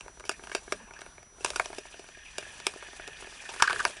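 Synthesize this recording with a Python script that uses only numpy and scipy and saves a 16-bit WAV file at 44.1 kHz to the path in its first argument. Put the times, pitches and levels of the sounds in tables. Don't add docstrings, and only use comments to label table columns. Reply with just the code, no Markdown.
import sys
import numpy as np
from scipy import signal
from scipy.fft import rfft, irfft, next_fast_len
from scipy.io import wavfile

SR = 44100
rng = np.random.default_rng(int(sys.argv[2]) if len(sys.argv) > 2 else 0)


def digitize_waveform(pressure):
    field = np.atleast_2d(pressure).T
    bounded = np.clip(field, -1, 1)
    quanta = np.round(bounded * 32767).astype(np.int16)
    wavfile.write(sys.argv[1], SR, quanta)


N = 176400
TIME_S = np.arange(N) / SR


def amp(db):
    return 10 ** (np.asarray(db) / 20)


def rms_one(x):
    return x / np.sqrt(np.mean(x ** 2) + 1e-20)


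def in_time(rows):
    s, value = np.transpose(rows)
    return np.interp(TIME_S, s, value)


def drift(rate_hz):
    r = np.exp(-80 * np.pi * rate_hz / SR)
    noise = rng.standard_normal(N // 40 + 2002)
    slow = signal.lfilter([1], [1, -2 * r, r * r], noise)[2000:]
    return np.interp(np.arange(N) / 40, np.arange(len(slow)), rms_one(slow))


def ring(x, hz, t60_s):
    r, w = amp(-60 / (t60_s * SR)), 2 * np.pi * hz / SR
    return signal.lfilter([0, np.sin(w)], [1, -2 * r * np.cos(w), r * r], x + 1e-18)


def filtered(x, order, hz, kind):
    return signal.sosfilt(signal.butter(order, hz, kind, fs=SR, output="sos"), x)


def banded_noise(spectrum, patchy_db, rate_hz):
    hz, db = np.transpose(spectrum)
    edges = 20 * 2 ** np.arange(0, 9.4, 1 / 3)
    out, together, white = 0, drift(rate_hz), rng.standard_normal((2, N))
    for k, (low, high) in enumerate(zip(edges, edges[1:])):
        band = filtered(white[k % 2], 2, [low, high], "band")
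        level_db = np.interp(np.log(low * high) / 2, np.log(hz), db)
        out = out + band * amp(level_db + patchy_db * (2 * together + drift(rate_hz)))
    return rms_one(out)


# start in seconds, drive level in dB before the modes,
# bass and treble drive in dB relative to it before their lifts, decay time of the slips in ms.
HOUSING_TICKS = [(0.007, -33.5, -14, -8, 3.4), (0.059, -38.5, -7, -25, 4), (0.079, -31, -19.5, -16, 2.6),
                 (0.096, -47.5, 0, -29, 3.5), (0.171, -38, -9.5, -32, 2.7),
                 (0.196, -30.5, -12.5, -14.5, 2.9), (0.204, -34, -12, -18, 3.2),
                 (0.238, -30, -17, -27, 2.5), (0.25, -37.5, -9.5, -8.5, 27),
                 (0.292, -13.5, -14.5, -9.5, 2.8), (0.312, -28.5, -16, -12.5, 11),
                 (0.393, -33.5, -15, -31, 2.2), (0.422, -54, 7, -21, 2.7), (0.436, -34, -13, -7.5, 2.2),
                 (0.47, -31.5, -15, -11, 2.2), (0.495, -29.5, -15, -15, 2.4), (0.515, -27.5, -17, -17, 21),
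                 (0.548, -13, -14.5, -9.5, 4.1), (0.562, -30, -24, -11.5, 19), (0.621, -47, -4, -22, 3),
                 (0.677, -34, -10.5, -24, 4.9), (0.721, -16.5, -9, -9.5, 4.3), (0.873, -42, -9.5, -25, 3.2),
                 (0.907, -31, -12.5, -29, 1.5), (0.935, -40.5, -9, -9, 6.1), (0.989, -40.5, -8.5, -11, 5.9),
                 (1.006, -40, -24, -9, 16), (1.015, -26.5, -14, -17, 2), (1.061, -31, -15, -13.5, 1.2),
                 (1.179, -36, -10.5, -20, 3), (1.227, -41.5, -9.5, -11, 4), (1.323, -62, 7.5, -22, 2.7),
                 (1.355, -57, -10, -30, 3), (1.382, -46, -3, -23, 2.5), (1.406, -43.5, -4, -7, 19),
                 (1.445, -12.5, -13, -6.5, 3.1), (1.459, -23, -27, -7, 1.9),
                 (1.502, -21.5, -11.5, -3.5, 1.6), (1.532, -29, -22, -22, 3.3),
                 (1.558, -19.5, -16, -9, 5.6), (1.596, -11, -19, -16, 0.97), (1.656, -26, -10.5, -9, 3),
                 (1.701, -33.5, -4, -22, 3.7), (1.728, -25.5, -13.5, -18, 2.7), (1.747, -38, -25, -8, 2.2),
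                 (1.782, -33.5, 0, -1.5, 4.8), (1.852, -38, -9.5, -21, 3.2), (1.94, -37, -8, -21, 7.9),
                 (1.993, -38.5, -4.5, -5.5, 4.5), (2.04, -34.5, -13, -16, 3.5),
                 (2.086, -30.5, -13, -18.5, 2.2), (2.171, -42.5, -1.5, -11, 3),
                 (2.381, -19.5, -11.5, -6, 3.8), (2.408, -40, -12, -7, 3.5), (2.425, -32, -13, -18, 4.1),
                 (2.463, -42, -7, -21, 3), (2.599, -36, -13, -8, 3.3), (2.666, -14.5, -15, -1.5, 2.6),
                 (2.736, -32, -14, -13, 2.5), (2.758, -43.5, 4.5, -10, 3.8),
                 (2.823, -22.5, -16.5, -25.5, 5.1), (2.858, -37, -7, -21, 3), (2.884, -36.5, -12, -31, 3.9),
                 (2.93, -34, -9, -27, 2.6), (2.995, -31, -10.5, -20, 3.4), (3.032, -47, -7, -18, 2.7),
                 (3.075, -34.5, -13, -3, 2.3), (3.082, -33.5, -3.5, -20, 5.6),
                 (3.222, -28, -15.5, -26, 2.8), (3.243, -33.5, -4.5, -32, 3.3), (3.27, -36.5, -11, -18, 3),
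                 (3.323, -35, -9.5, -20, 5.1), (3.435, -35.5, -13, -34, 4.2), (3.489, -30, -7.5, -10.5, 14),
                 (3.539, -26.5, -14, -15, 1.3), (3.56, -32, -10, -15, 11), (3.622, -1, -28.5, -12, 2.3),
                 (3.696, -11.5, -25.5, -32, 2.9), (3.728, -18.5, -13, -12, 1.2),
                 (3.85, -11.5, -20.5, -12.5, 2.1), (3.896, -38.5, -1, -8, 1.8),
                 (3.966, -41.5, -3, -5.5, 14)]
# frequency in Hz, relative level in dB, 60 dB decay in seconds.
HOUSING_MODES = [(401.4, -3, 0.027), (591, -6.5, 0.032), (668, -1.5, 0.02), (947, -2, 0.021),
                 (1230, -2.5, 0.022), (1440, -3.5, 0.031), (1622, 1.5, 0.015), (2240, -2.5, 0.019),
                 (2670, 0.5, 0.0096), (3830, -5.5, 0.0045), (4615, -7.5, 0.01), (5760, -3, 0.0043),
                 (6730, -19, 0.0083), (6955, -5, 0.0034), (8650, -12, 0.0057), (11420, -2.5, 0.006)]
BASS_HZ, TREBLE_HZ = 800, 2400
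BASS_LIFT_DB, TREBLE_LIFT_DB = 15.5, 12
SNAP_DELAY_S, SLIP_DB, CRACK_DB, THUMP_DB = 0.0014, -12, -22.5, -15
SMALL_TICKS_PER_S, SMALL_TICK_MIN_DB = 25, -54
MODE_SCATTER_DB, HOUSING_LOW_CUT_HZ = 2.5, 260


def housing():
    t = np.arange(int(.03 * SR)) / SR
    drives = np.zeros((3, N + 2 * len(t)))
    grits = rng.standard_normal((len(HOUSING_TICKS), len(t)))
    for (s, db, bass_db, treble_db, decay_ms), grit in zip(HOUSING_TICKS, grits):
        slips = amp(SLIP_DB) * np.diff(grit, prepend=0) * np.exp(-1000 * t / max(decay_ms, .2))
        slips[0] = 1
        i = int((s + SNAP_DELAY_S) * SR)
        levels_db = [[db + bass_db + BASS_LIFT_DB], [db], [db + treble_db + TREBLE_LIFT_DB]]
        drives[:, i:i + len(t)] += slips * amp(levels_db)

    small_db = SMALL_TICK_MIN_DB + 2.2 * np.minimum(rng.exponential(1, N), 3)
    drives[:2, :N] += (rng.random(N) < SMALL_TICKS_PER_S / SR) * amp(small_db)
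    bass_middle_treble = drives[:, :N]

    crack = amp(CRACK_DB) * bass_middle_treble[2]
    thump = amp(THUMP_DB) * signal.lfilter(np.hanning(9), 1, bass_middle_treble[1])
    out = -crack - thump
    for k, (hz, mode_db, t60_s) in enumerate(HOUSING_MODES):
        drive = bass_middle_treble[int(hz > BASS_HZ) + int(hz > TREBLE_HZ)]
        scattered = drive * amp(MODE_SCATTER_DB * drift(39.6))
        out = out + (-1) ** k * amp(mode_db - 10.5) * ring(scattered, hz, t60_s)
    return filtered(out, 3, HOUSING_LOW_CUT_HZ, "high")


# time in seconds, level in dB.
RUSTLE_LEVEL = [(0.0, -64), (0.11, -64), (0.44, -57.5), (0.75, -54), (1.14, -107), (1.25, -93),
                (1.47, -42.5), (1.6, -47.5), (1.92, -59), (2.15, -63), (2.36, -57), (2.6, -51),
                (3.02, -55.5), (3.49, -51.5), (3.74, -42.5), (3.9, -43), (4.0, -66.5)]
# frequency in Hz, relative density in dB per Hz.
RUSTLE_COLOUR = [(150, -4.5), (900, 3.5), (2000, -2), (3500, -1.5), (5000, -4), (11000, -2.5)]


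def housing_rustle():
    return amp(in_time(RUSTLE_LEVEL)) * banded_noise(RUSTLE_COLOUR, patchy_db=1.4, rate_hz=30)


SWELL_OCTAVES, SWELL_BROAD_DB, SWELL_TOP_HZ = .5, -13, 6000
GRAIN_DB, GRAIN_RATE_HZ = 3, 300
CONTACT_MS = 9


def swells(rows):
    t, out = np.arange(int(.14 * SR)) / SR, np.zeros(N + SR)
    grains = amp(GRAIN_DB * drift(GRAIN_RATE_HZ))
    half_band = SWELL_OCTAVES * np.array([-.5, .5])
    for (s, db, rise_ms, fall_ms, hz), grit in zip(rows, rng.standard_normal((len(rows), len(t)))):
        i = int(s * SR)
        fall = np.exp(-np.maximum(1000 * t - rise_ms, 0) / fall_ms)
        shape = np.clip(1000 * t / rise_ms, 0, 1) * fall
        push = shape * grit * grains[i:][:len(t)]
        push[0] = CONTACT_MS / rise_ms
        pitched = rms_one(filtered(push, 2, hz * 2 ** half_band, "band"))
        broad = rms_one(filtered(push, 2, SWELL_TOP_HZ, "low"))
        burst = pitched + amp(SWELL_BROAD_DB) * broad
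        same_energy = np.sqrt(np.sum(shape ** 2) / np.sum(burst ** 2))
        out[i:i + len(t)] += amp(db) * burst * same_energy
    return out[:N]


# start in seconds,
# level in dB before the sound hole, rise in ms, fall in ms, centre in Hz.
CLOSE_RUBS = [(.728, -49.5, 10, 76, 209), (.775, -52, 29, 23, 920), (.80, -54, 8.4, 12, 530),
              (.745, -54, 30, 94, 1550), (0.761, -61.5, 38, 220, 2450), (0.862, -53.5, 10, 100, 980),
              (.935, -56.5, 24, 61, 2450), (.325, -49, 13, 20, 2150), (1.597, -18, 0.24, 2.4, 1070),
              (1.598, -22, 0.79, 4, 640), (.95, -46.5, 10, 31, 1500), (1.642, -51, 5, 21, 2500),
              (3.489, -42, 1.4, 32, 920), (3.599, -21, 1.3, 7.7, 1390), (3.6222, -1, 0.33, 1.63, 1308),
              (3.629, -21, 6.2, 14, 1290), (3.65, -43, 3, 10, 1500), (3.674, -12.5, 2.3, 3.1, 1500),
              (3.699, -18.5, 7.9, 5.8, 1300), (3.719, -32, 3, 12, 1500), (3.715, -42, 6.4, 37, 410),
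              (3.759, -25, 0.44, 5.3, 1500), (3.793, -20, 0.42, 2, 1500), (3.800, -17, 1.6, 4.3, 1380),
              (3.856, -25.5, 1.1, 4.1, 656)]


def close_rubs():
    return swells(CLOSE_RUBS)


# time in seconds, level in dB before the shares of bubbles and rush.
WATER_FLOW = [(1.3, -77), (1.46, -69), (1.6, -57), (2.01, -55), (2.25, -52), (2.51, -51), (3.02, -49.5),
              (3.33, -47), (3.5, -47), (3.7, -38.5), (3.87, -49), (4.0, -50.5)]
# frequency in Hz, relative density in dB per Hz.
WATER_COLOUR = [(150, -40), (300, -26), (900, -9), (1300, -49), (1700, 0), (2800, -5.5), (4000, 5),
                (7000, 7.5), (11000, -43)]
BUBBLES_PER_S = 1600
BUBBLE_LOW_HZ, BUBBLE_HIGH_HZ, BUBBLE_CYCLES = 1440, 3530, 27
BUBBLE_DB, RUSH_DB = -1, -7.5


def water():
    sizes = amp(2.5 * np.minimum(rng.exponential(1, N), 4)) * rng.choice([-1, 1], N)
    born = rng.random(N) < BUBBLES_PER_S * amp(3.5 * drift(12)) / SR
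    pitches_hz = np.geomspace(BUBBLE_LOW_HZ, BUBBLE_HIGH_HZ, 30)
    dealt = rng.integers(0, 30, N)
    hz, db = np.transpose(WATER_COLOUR)
    bubbles = 0
    for k, pitch_hz in enumerate(pitches_hz):
        soft_pushes = signal.lfilter(np.hanning(40), 1, sizes * born * (dealt == k))
        drive = soft_pushes * np.cos(2 * np.pi * pitch_hz * TIME_S)
        gain = amp(np.interp(np.log(pitch_hz), np.log(hz), db))
        bubbles = bubbles + gain * ring(drive, pitch_hz, BUBBLE_CYCLES / pitch_hz)
    rush = banded_noise(WATER_COLOUR, patchy_db=2.0, rate_hz=13.6)
    fade_in = np.clip((TIME_S - WATER_FLOW[0][0]) / .3, 0, 1)
    mix = amp(BUBBLE_DB) * rms_one(bubbles) + amp(RUSH_DB) * rush
    return fade_in * amp(in_time(WATER_FLOW)) * mix


# start in seconds, level in dB before the sound hole,
# rise in ms, fall in ms, centre in Hz.
WATER_SPURTS = [(1.925, -47.5, 2.5, 20, 2860), (2.143, -47, 3.6, 7.9, 1850), (2.247, -45.5, 5.3, 33, 2330),
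                (2.447, -41.5, 1.6, 9.1, 1770), (3.165, -47, 3, 19, 1750), (3.452, -37.5, 2.1, 9.8, 1740)]


def water_spurts():
    return swells(WATER_SPURTS)


ROOM_T60_S, WALL_CUT_HZ, ROOM_LOW_CUT_HZ = 0.099, 12000, 500
ROOM_DB = -16


def restroom(x):
    size = next_fast_len(N + SR)
    w = 2 * np.pi * np.arange(size // 2 + 1) / size
    dull = 1 / (1 + 1j * w * SR / (2 * np.pi * WALL_CUT_HZ))
    response = 0
    for k, lag_s in enumerate(np.geomspace(.006, .023, 10)):
        loop = amp(-60 * lag_s / ROOM_T60_S) * dull * np.exp(-1j * w * lag_s * SR)
        response = response + (-1) ** k * loop / (1 - loop)
    sent = filtered(x, 1, ROOM_LOW_CUT_HZ, "high")
    return irfft(rfft(sent, size) * response, size)[:N]


# frequency in Hz, width in Hz, peak gain in dB.
SOUND_HOLE = [(408, 48, -2.5), (632, 75, 4.5), (896, 134, -5), (1339, 393, 4), (1500, 320, 3),
              (1663, 142, 6.5), (1832, 92, -4), (2450, 170, 7), (2980, 98, -5), (3830, 320, -45),
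              (4900, 650, -8)]
HOLE_DIRECT_DB = -4


def sound_hole(x):
    out = amp(HOLE_DIRECT_DB) * x
    for k, (hz, width_hz, db) in enumerate(SOUND_HOLE):
        r = np.exp(-np.pi * width_hz / SR)
        zeros = np.array([1, 0, -1]) * (1 - r * r) / 2
        poles = [1, -2 * r * np.cos(2 * np.pi * hz / SR), r * r]
        out = out + (-1) ** k * amp(db) * signal.lfilter(zeros, poles, x)
    return out


# frequency in Hz, relative density in dB per Hz.
HISS_COLOUR = [(20, -1), (100, -2), (240, -6.5), (400, -10), (1600, -9), (2200, -15), (4200, -18),
               (7500, -18.5), (9900, -22.5), (12000, -8)]
HISS_DB, HISS_PATCHY_DB = -57, 1.0
RUMBLE_TOP_HZ, RUMBLE_DB, RUMBLE_WANDER_DB = 62, -62.5, 2.5
WHINE_HZ, WHINE_DB, WHINE_STEP_AT_S, WHINE_STEP_DB = 5880, -60.5, 3.1, -1.5


def background():
    hiss = amp(HISS_DB) * banded_noise(HISS_COLOUR, HISS_PATCHY_DB, rate_hz=4.8)
    low_noise = rms_one(filtered(rng.standard_normal(N), 2, [22, RUMBLE_TOP_HZ], "band"))
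    rumble = amp(RUMBLE_DB + RUMBLE_WANDER_DB * drift(3.5)) * low_noise
    whine_db = WHINE_DB + WHINE_STEP_DB * (TIME_S > WHINE_STEP_AT_S) + 0.47 * drift(11)
    whine = amp(whine_db) * np.sqrt(2) * np.sin(2 * np.pi * WHINE_HZ * TIME_S)
    return hiss + rumble + whine


def scene():
    ticks = housing()
    air = water() + water_spurts() + close_rubs()
    echoes = amp(ROOM_DB) * restroom(ticks + air)
    return (ticks + sound_hole(air + echoes) + housing_rustle() + background())[None]


DIP_HZ, DIP_WIDTH_HZ, DIP_SHARE = 1960, 59, 0.99
MIC_STOP_HZ, MIC_STOP_DB, CUTOFF_HZ = 11500, 40, 15900


def record(dry):
    peak = signal.lfilter(*signal.iirpeak(DIP_HZ, DIP_HZ / DIP_WIDTH_HZ, fs=SR), dry)
    dipped = dry - DIP_SHARE * peak
    mic = signal.sosfilt(signal.cheby2(10, MIC_STOP_DB, MIC_STOP_HZ, fs=SR, output="sos"), dipped)
    return signal.sosfilt(signal.cheby2(12, 70, CUTOFF_HZ, fs=SR, output="sos"), mic)


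dry = scene()
out = record(dry)
digitize_waveform(out)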